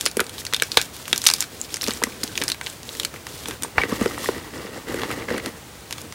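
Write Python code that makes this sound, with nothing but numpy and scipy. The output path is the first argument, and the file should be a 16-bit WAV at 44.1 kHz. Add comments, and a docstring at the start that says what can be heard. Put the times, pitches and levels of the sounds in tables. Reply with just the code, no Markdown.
"""At a table in a room, close to a plastic tray, a hand crushes dry chalk and then digs through the crumbs.
Lumps crack as noise bursts that ring fragments and shed grit; splinters keep one clear tone.
Falling pieces excite the tray modes, and the palm jolts the table at low pitch.
Powder hisses and crumbs scrape as random grains, swelling with each move of the hand.
Short echoes and the room's steady noise lie below; the loudest cracks overload the input."""
import sys
import numpy as np
from scipy import signal
from scipy.fft import rfft, irfft
from scipy.io import wavfile

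SR = 44100
rng = np.random.default_rng(int(sys.argv[2]) if len(sys.argv) > 2 else 0)


def boost(x):
    """Linear amplitude factor 10**(x/20) for a level x in decibels (scalar or array-like)."""
    u = np.asarray(x, float) / 20
    return 10 ** u


def to_wav(s):
    """Save 16-bit WAV."""
    ch = np.atleast_2d(s).T  # columns
    pcm = np.round(np.clip(ch, -1, 1) * 32767)  # PCM
    wavfile.write(sys.argv[1], SR, pcm.astype(np.int16))


N = 270774   # length in samples

DIGGING_S = (3.75, 5.6)   # from, to: the hand is down in the heap


def rms_one(x):
    """Normalization: scale to unit power."""
    return x / np.sqrt(np.mean(x ** 2) + 1e-20)


def peak_one(x):
    """Normalization: scale to unit height."""
    return x / (np.max(np.abs(x)) + 1e-12)


def add(out, start_s, sound):
    """Superposition: lay a short sound into the track at its start."""
    i = round(start_s * SR)
    out[i:i + len(sound)] += sound[:N - i]


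def fade(t60_s, size):
    """Exponential damping: a fall of 60 dB in t60_s."""
    return boost(-60 * np.arange(size) / (SR * max(t60_s, .001)))


def resonate(x, hz, width_hz):
    """Damped oscillator: a two-pole resonance with gain 1 on top."""
    r = np.exp(-np.pi * width_hz / SR)
    feedback = [1, -2 * r * np.cos(2 * np.pi * hz / SR), r * r]
    return signal.lfilter([(1 - r * r) / 2, 0, (r * r - 1) / 2], feedback, x)


def band(x, low_hz, high_hz):
    """Band limitation: a Butterworth band-pass."""
    edges = [low_hz, min(high_hz, .45 * SR)]
    return signal.sosfilt(signal.butter(2, edges, "band", fs=SR, output="sos"), x)


def body(x, modes):
    """Modal superposition: resonances in parallel, signs alternating."""
    return sum((-1) ** k * boost(db) * resonate(x, hz, width_hz)
               for k, (hz, width_hz, db) in enumerate(modes))


def colour(x, spectrum):
    """Spectral shaping: filter a steady sound to levels given on log frequency, at unit power."""
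    hz, db = np.transpose(spectrum)
    grid = np.fft.rfftfreq(len(x), 1 / SR) + 1
    gain = boost(np.interp(np.log(grid), np.log(hz), db))
    return rms_one(irfft(rfft(x) * gain, len(x)))


def drift(rate_hz):
    """Low-passed noise: slow random motion of unit power."""
    r = np.exp(-2 * np.pi * rate_hz / SR)
    slow = signal.lfilter([1], [1, -2 * r, r * r], rng.standard_normal(N + SR))
    return rms_one(slow[SR:])


def grains(per_s, spread_db, clump_db, clump_rate_hz, smooth):
    """Random impulse process: uneven tiny contacts in clumps, over a smooth share of finest dust."""
    sizes = boost(spread_db * np.minimum(rng.exponential(1, N), 5)) * rng.standard_normal(N)
    clicks = sizes * (rng.random(N) < per_s / SR)
    dust = rng.standard_normal(N)
    return (rms_one(clicks) + smooth * dust) * boost(clump_db * drift(clump_rate_hz))


def crumbs(per_s, low_hz, high_hz, cycles):
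    """Impulse excitation: crumbs split at random, each size ringing a few cycles at its own pitch."""
    clicks = grains(per_s, spread_db=4.5, clump_db=4.0, clump_rate_hz=25.0, smooth=0)
    dealt = rng.integers(0, 12, N)   # which of the 12 sizes splits
    pitches = np.geomspace(low_hz, high_hz, 12)
    return rms_one(sum(resonate(clicks * (dealt == k) + 1e-18, hz, hz / cycles)
                       for k, hz in enumerate(pitches)))


# steady noise of the room: pitch_hz, level_db (relative, per Hz)
ROOM = [(20, -40.5), (35, -13), (80, 4.5), (300, -4), (700, -4), (2000, -9.5), (5000, -14), (9000, -15),
        (13300, -22.5), (16000, -13.5)]


def room():
    """Stationary noise: a low murmur and hiss with a fixed spectrum."""
    return boost(-42.5) * colour(rng.standard_normal(N), ROOM)


def near_echoes(x):
    """Early reflection: tray rim, table and walls return a short dull wash."""
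    size = round(.15 * SR)
    delayed = np.arange(size) > .002 * SR
    wash = rng.standard_normal(size) * fade(0.12, size) * delayed
    wash = band(wash, 160, 15000)
    return signal.fftconvolve(x, wash / np.sqrt(np.sum(wash ** 2)))[:N]


# squeezes above the tray and pushes through the heap:
# start_s, length_s, powder_gain_db, tray_load_gain_db
MOVES = [(0.0, 0.066, -37.5, -45.5), (0.168, .12, -60, -45.5), (0.331, 0.036, -41, -45.5),
         (0.381, 0.023, -33.5, -47), (0.457, 0.22, -47, -51.5), (.7, 0.16, -39.5, -48),
         (.93, 0.093, -39.5, -52), (1.068, 0.13, -38, -45.5), (1.212, .22, -37, -48),
         (1.515, 0.14, -43, -48.5), (1.691, 0.056, -40.5, -44.5), (1.817, .16, -38, -43),
         (2.033, 0.14, -43, -42), (2.198, 0.14, -40.5, -43), (2.352, 0.15, -38.5, -39.5),
         (2.63, 0.098, -41.5, -49), (2.845, 0.21, -42, -45.5), (3.126, 0.044, -46, -41),
         (3.262, 0.2, -42, -45.5), (3.469, 0.067, -37.5, -36), (3.62, 0.039, -40, -38.5),
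         (3.765, 0.076, -40.5, -34), (3.88, 0.092, -37.5, -34), (3.988, 0.084, -37, -30),
         (4.086, 0.11, -40.5, -37.5), (4.19, 0.11, -36.5, -36.5), (4.3, 0.084, -44, -36),
         (4.417, 0.068, -50, -42.5), (4.532, 0.14, -46, -38.5), (4.728, 0.065, -44.5, -38),
         (4.873, 0.12, -42, -32.5), (4.994, 0.057, -41.5, -31.5), (5.078, 0.062, -40.5, -32),
         (5.157, 0.075, -43.5, -34), (5.283, 0.099, -44, -30), (5.429, 0.059, -42, -34),
         (5.5, 0.091, -59, -48.5), (5.903, .15, -49.5, -46)]
ATTACK_S, RELEASE_S = 0.027, .02   # linear rise, time constant of the fall
REST_DB = -51.5     # gain of powder and crumbs settling between moves
DUG_IN_DB = -46.5   # steady load of the hand resting in the heap


def moves():
    """Addition of powers: each move swells in, holds and dies away in the powder and load gains."""
    time = np.arange(N) / SR
    power = boost(2 * REST_DB) * np.ones((2, N))
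    for start_s, length_s, powder_db, load_db in MOVES:
        rise = np.clip((time - start_s) / ATTACK_S + .5, 0, 1)
        fall = np.exp(-np.maximum(time - start_s - length_s, 0) / RELEASE_S)
        gains = boost(np.array([[powder_db], [load_db]]))
        power += (gains * rise * fall) ** 2
    resting = (time > DIGGING_S[0]) & (time < DIGGING_S[1] - .1)
    power[1] += boost(2 * DUG_IN_DB) * resting
    return np.sqrt(power)


RUMBLE_DB, USUAL_LOAD_DB = -48, -45   # table level under a usual load, and that load
RUMBLE_FOLLOWS = 0.43                 # share of the load's swing in dB


def rumble(load):
    """Forced vibration: the table gives low noise that follows the weight on it."""
    table = rms_one(band(rng.standard_normal(N), 57, 156))
    return table * boost(RUMBLE_DB) * (load / boost(USUAL_LOAD_DB)) ** RUMBLE_FOLLOWS


# falling powder: pitch_hz, level_db (relative, per Hz)
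POWDER = [(880, -47), (1500, -3), (1670, -11), (3250, 1.5), (3520, 1.5), (6310, -1), (9470, -3.5),
          (16000, -8.5)]


def powder():
    """Granular noise: dust and grains hiss down, with bright crumbs ringing among them."""
    hiss = grains(1500., spread_db=1.5, clump_db=2.0, clump_rate_hz=25.0, smooth=1.16)
    return colour(hiss, POWDER) + 0.52 * crumbs(350., 3160, 8540, cycles=14)


# heap and tray under dragged crumbs: pitch_hz, width_hz, level_db
HEAP = [(800, 300, -6), (1200, 300, -3), (1900, 210, 0), (2200, 250, -6), (2750, 350, -9),
        (4700, 1500, -19)]


def scraping():
    """Friction noise: crumbs scrape along; only the pressed heap lends its resonances."""
    rubbing = grains(800., spread_db=2.0, clump_db=1.0, clump_rate_hz=52.0, smooth=0.73)
    time = np.arange(N) / SR
    buried = (time > DIGGING_S[0]) & (time < DIGGING_S[1])
    in_heap = rms_one(body(rubbing, HEAP))
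    in_air = rms_one(band(rubbing, 740, 2470))
    drag = np.where(buried, in_heap, in_air) + 0.58 * crumbs(250., 736, 2300, cycles=11.4)
    return drag * np.where(buried, boost(-3.5), boost(-5.5))


# tray floor: pitch_hz, width_hz, level_db
TRAY = [(230.5, 48, 0.5), (329, 96, 0), (450, 109, 0.5), (583, 243, -10)]


def tray_shaking():
    """Random modal excitation: many small contacts keep the tray floor ringing."""
    contacts = grains(900., spread_db=4.0, clump_db=1.5, clump_rate_hz=14.0, smooth=1.72)
    return rms_one(body(contacts, TRAY))


def hand():
    """Amplitude modulation: the moves govern powder, scraping, tray and table."""
    shed, load = moves()
    return shed * powder() + load * (scraping() + tray_shaking()) + rumble(load)


# the palm comes down with its weight: start_s, peak_db
PALMS = [(3.776, -22), (3.93, -32), (4.012, -24), (4.9, -34), (5.302, -32), (0.771, -29)]
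PALM_LOW_HZ, PALM_HIGH_HZ, PALM_T60_S = 48.3, 190, 0.42


def palms():
    """Low-frequency impact: the whole table gives a dull jolt and shudders on."""
    out, size = np.zeros(N), 16384
    noise = rng.standard_normal((len(PALMS), size))
    for (start_s, peak_db), shudder in zip(PALMS, noise):
        jolt = 1.8 * fade(0.012, size) + shudder * fade(PALM_T60_S, size)
        for _ in range(2):   # twice for steeper edges
            jolt = band(jolt, PALM_LOW_HZ, PALM_HIGH_HZ)
        add(out, start_s, boost(peak_db) * peak_one(jolt))
    return out


# pieces and fingers landing on the tray: start_s, peak_db, boom_hz
THUDS = [(0.063, -22.5, 516), (0.17, -13, 407), (0.196, -18.5, 418), (0.212, -18, 380), (0.534, -26, 454),
         (0.621, -22.5, 418), (0.773, -12.5, 490), (1.129, -23.5, 420), (1.88, -21, 410),
         (1.885, -14.5, 228), (2.022, -20, 450), (2.037, -18, 244), (2.071, -24, 247), (2.237, -22, 257),
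         (2.415, -21.5, 275), (3.485, -24.5, 249), (3.781, -25, 440), (3.837, -18, 430),
         (3.852, -23.5, 258), (3.924, -12.5, 232), (4.014, -10, 224), (4.06, -9.5, 385), (4.179, -27, 335),
         (4.289, -11.5, 400), (4.649, -24, 202), (4.777, -26, 325), (4.898, -24, 316), (4.943, -17, 466),
         (5.034, -22, 455), (5.104, -27, 452), (5.21, -27, 193), (5.313, -14, 320), (5.342, -18.5, 361),
         (5.467, -21, 395)]
PANEL_DAMPING = 0.16   # ring width of a struck panel as a share of its pitch


def thuds():
    """Impact excitation: a soft push rings the panel under the piece, and all tray modes follow."""
    out, size = np.zeros(N), 4096
    noise = rng.standard_normal((len(THUDS), size))
    for (start_s, peak_db, boom_hz), shove in zip(THUDS, noise):
        push = np.exp(-np.arange(size) / (0.00019 * SR)) + 0.32 * shove * fade(0.019, size)
        panel = resonate(push, boom_hz, PANEL_DAMPING * boom_hz)
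        sound = panel + 0.64 * body(push, TRAY) + 0.049 * band(push, 270, 1250)
        add(out, start_s, boost(peak_db) * peak_one(sound))
    return out


# hard splinters that ring on like glass, and one squeak in the heap at 3.81 s: start_s, level_db, pitch_hz,
# t60_s
PINGS = [(.081, -19, 10400, 0.024), (.171, -45, 10800, 0.095), (.228, -39, 8600, .12),
         (3.483, -43, 8350, 0.027), (3.6345, -14, 8780, 0.039), (3.8145, -7, 2260, 0.031)]


def pings():
    """Single-mode vibration: a hard splinter, or a squeak in the heap, keeps one clear, decaying tone."""
    out, size = np.zeros(N), 4096
    for start_s, level_db, hz, t60_s in PINGS:
        envelope = fade(t60_s, size) - fade(0.33 * t60_s, size)   # soft onset
        tone = np.sin(2 * np.pi * hz * np.arange(size) / SR)
        add(out, start_s, boost(level_db) * envelope * tone)
    return out


# recurring rings of the lumps in the cupped hand: pitch_hz, width_hz, level_db
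LUMP = [(1100, 66, -25), (1590, 150, 7), (1970, 50, -40), (2290, 86, 5.5), (2590, 120, 0.5),
        (3400, 200, -2), (4160, 94, -22), (5450, 100, -21)]
# lumps breaking: start_s, ring_peak_db, ring_hz, sizzle_peak_db, knock_peak_db
CRACKS = [(0.0099, -8.5, 8360, -6, -19.5), (0.0554, -12, 4900, -6, -34), (0.0618, 0, 4900, -9, -8),
          (0.071, -13, 2880, -28, -19), (0.1138, -22, 4570, -22, -39), (0.1693, -12.5, 10300, -16.5, -13),
          (0.1947, -6, 1420, -30, -27), (0.2031, -8, 2180, -2, -10.5), (0.2084, -12, 1300, -18, -20),
          (0.242, -27, 8900, -28, -30.5), (0.2662, -26, 4890, -22, -36), (0.2947, -22, 2550, -18.5, -28),
          (0.3816, -20, 4010, -24, -24), (0.4513, -23, 8800, -16.5, -22), (0.466, -14, 4630, -19, -20.5),
          (0.5265, -19, 4070, -36, -18), (0.5359, -6, 3620, -9, -10.5), (0.5447, -6.5, 3630, -20, -20),
          (0.564, -13, 3570, -18, -22), (0.599, -10.5, 3360, -33, -26), (0.622, -3.5, 1590, -2, -6),
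          (0.6343, -9, 5440, -30, -35), (0.7177, -7.5, 4460, -36, -36), (0.719, -23, 5850, -40, -32),
          (0.7435, -26, 4030, -29, -27), (0.77, -12, 2370, -23, -17), (0.7718, 10, 3930, 1.5, 6.5),
          (0.8146, -10, 4000, -11, -18), (0.825, -26, 5660, -20, -26), (1.055, -20, 2700, -35, -31),
          (1.0797, -16.5, 8200, -32, -20.5), (1.129, -2, 3530, -7.5, -6), (1.1604, -14, 5730, -22, -20),
          (1.1785, -16, 5700, -7, -27), (1.217, -14, 3960, -19, -39), (1.2403, -14, 7100, -15, -16),
          (1.247, -16, 8310, -28, -25), (1.2537, -7, 5560, -28, -23), (1.2653, 4, 3870, -19, -30),
          (1.2688, 6.5, 5830, 6, -8), (1.283, -9, 5660, -9, -35), (1.2881, -2, 3760, -25, -9),
          (1.3007, -4.5, 4470, -13, -15), (1.3129, -9.5, 5530, -11, -16), (1.3373, -4, 4930, -6, -17),
          (1.3833, -23, 5320, -27, -28), (1.4055, -2, 7100, -33, -23.5), (1.4154, -16, 5260, -25, -24),
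          (1.424, -11, 5270, -13, -13.5), (1.44, -23, 1530, -25, -34), (1.742, -8, 5500, -13, -20.5),
          (1.7595, -16, 5640, -35, -33), (1.7686, -21, 8200, -15, -22), (1.8122, -10.5, 3850, -29, -41),
          (1.818, -21, 4830, -18, -33), (1.831, -16, 11430, -19, -17), (1.84, -12.5, 4130, -15, -27),
          (1.865, -17, 1980, -17, -34), (1.8745, -14, 4930, -16, -22), (1.8826, -15, 5730, -12, -17),
          (1.894, -30, 1200, -22, -17), (1.9075, -10.5, 4140, -29, -16), (1.916, -22, 2230, -18, -20.5),
          (1.973, -25, 5550, -34, -31), (2.0187, -15.5, 970, -40, -34), (2.0266, -14.5, 1260, -24, -36),
          (2.0371, -4.5, 1900, -1.5, -15), (2.069, -25, 1110, -38, -34), (2.2335, -9.5, 4700, -32, -18),
          (2.237, -16, 4100, -11, -36), (2.2774, -18, 3450, -27, -46), (2.3547, -16.5, 3240, -26, -28),
          (2.3765, -6.5, 3160, -42, -21), (2.4008, -30, 9450, -20.5, -39), (2.4157, -10, 3900, -33, -19),
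          (2.421, -12.5, 3500, -31, -11.5), (2.4374, -10, 5550, -14, -18),
          (2.4805, -10.5, 5060, -10, -18.5), (2.4883, -15, 8350, -35, -21), (2.5, -10, 3500, -15, -37),
          (2.518, -6.5, 3930, -31, -26), (2.545, -34, 1240, -25, -22.5), (2.6123, -21, 2400, -20.5, -16),
          (2.6632, -17, 4100, -40, -30), (2.6682, -17, 3020, -31, -17.5), (2.6995, -19, 7200, -45, -33),
          (2.8312, -22.5, 5400, -35, -30), (2.8911, -15.5, 3260, -29, -43), (2.9506, -25, 1950, -25, -40),
          (2.9698, -28, 5270, -21, -35), (2.9983, -6, 3400, -14, -41), (3.033, -15, 3300, -25, -48),
          (3.0493, -10.5, 4400, -9, -20), (3.1404, -21, 1240, -27, -39), (3.2677, -20, 1920, -21, -20.5),
          (3.457, -18.5, 3280, -39, -22.5), (3.4847, -14, 8700, -15.5, -20),
          (3.5094, -14.5, 1800, -23, -15), (3.6228, -20, 7450, -16, -25), (3.6335, -18, 8400, -9.5, -15.5),
          (3.648, -19, 910, -40, -45), (3.7813, -16, 1850, -24, 2), (3.8184, -17, 2500, -30, -24),
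          (3.8351, -11, 1520, -34, -9.5), (3.923, -18, 1080, -31, -34), (4.0118, -20, 1270, -19, -34),
          (4.0584, -11, 1370, -38, -30), (4.178, -26, 1180, -37, -19), (4.2882, -10.5, 1020, -39, -25),
          (4.943, -25, 2900, -22, -22.5), (4.9951, -22, 1940, -39, -26), (5.0176, -18, 2780, -37, -25),
          (5.034, -13.5, 2020, -34, -14), (5.104, -18, 1240, -32, -29), (5.1132, -27, 1930, -21, -17),
          (5.119, -20, 1900, -34, -35), (5.3043, -16, 1850, -37, -29), (5.342, -21, 1070, -42, -38),
          (5.3797, -16, 1890, -25, -36), (5.3997, -21.5, 1940, -40, -35), (5.46, -19, 1920, -14, -30),
          (5.909, -39, 7900, -15.5, -18.5), (5.9262, -11.5, 3300, -15.5, -21.5),
          (5.9821, -32, 4160, -26, -23.5), (6.016, -25, 7500, -23.5, -41), (6.124, -23, 5600, -44, -25)]
# decay of a crack of usual strength; harder cracks last longer
CRACK_T60_S, USUAL_CRACK_DB, T60_DB_PER_DB = 0.016, -18, 0.0147
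# band of a crack's dull knock: low_hz, high_hz
KNOCK_IN_HAND, KNOCK_IN_HEAP = (785, 3260), (690, 2370)


def cracks():
    """Brittle fracture: a sharp tick and a burst of a few ms ring the fragment, then grit trickles."""
    out, in_hand, in_heap, size = np.zeros(N), np.zeros(N), np.zeros(N), 4096
    rise = 1 - np.exp(-np.arange(size) / (.00008 * SR))   # the fracture takes a moment to run through
    noise = rng.standard_normal((len(CRACKS), 3, size))
    for (start_s, ring_db, hz, sizzle_db, knock_db), (tear, spray, grit) in zip(CRACKS, noise):
        strength_db = max(ring_db, sizzle_db, knock_db) - USUAL_CRACK_DB
        t60_s = CRACK_T60_S * boost(T60_DB_PER_DB * strength_db)
        shape = rise * (fade(t60_s, size) + 2.4 * fade(0.13 * t60_s, size))

        burst = tear * shape
        ring = resonate(burst, hz, 0.16 * hz) + 0.14 * band(burst, .5 * hz, 1.93 * hz)
        sizzle = band(spray * shape, 3400, 11400)
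        knock = spray * rise * fade(0.54 * t60_s, size)
        buried = DIGGING_S[0] < start_s < DIGGING_S[1]
        edges = KNOCK_IN_HEAP if buried else KNOCK_IN_HAND
        dull = band(band(knock, *edges), *edges)
        sound = boost(ring_db) * peak_one(ring)
        sound += boost(sizzle_db) * peak_one(sizzle)
        sound += boost(knock_db) * peak_one(dull)

        trickle = grit * spray ** 2 * fade(0.13, size)   # uneven grains, dying away
        sound += boost(ring_db - 25.0) * resonate(trickle, hz, 0.57 * hz)
        add(out, start_s, sound)
        surroundings = in_heap if buried else in_hand
        add(surroundings, start_s, boost(knock_db) * (boost(-17.5) * trickle + 0.75 * knock))
    return out + body(in_hand, LUMP) + boost(8.5) * body(in_heap, HEAP)


def scene():
    """Superposition: chalk and tray with their echoes over the noise of the room."""
    chalk = cracks() + thuds() + palms() + pings() + hand()
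    return (chalk + boost(-16.5) * near_echoes(chalk) + room())[None]


def roll_off(x):
    """The treble ends steeply here."""
    return signal.sosfilt(signal.butter(12, 16360, fs=SR, output="sos"), x)


def record(dry):
    """Clipping and low-pass filtering: the input overloads at full scale and the top is cut."""
    overloaded = np.clip(dry, -1, 1)
    low_pass = signal.cheby2(14, 60, 16500, fs=SR, output="sos")   # 60 dB down from 16500 Hz
    mix = np.clip(signal.sosfilt(low_pass, overloaded), -1, 1)
    return roll_off(mix)


dry = scene()
out = record(dry)
to_wav(out)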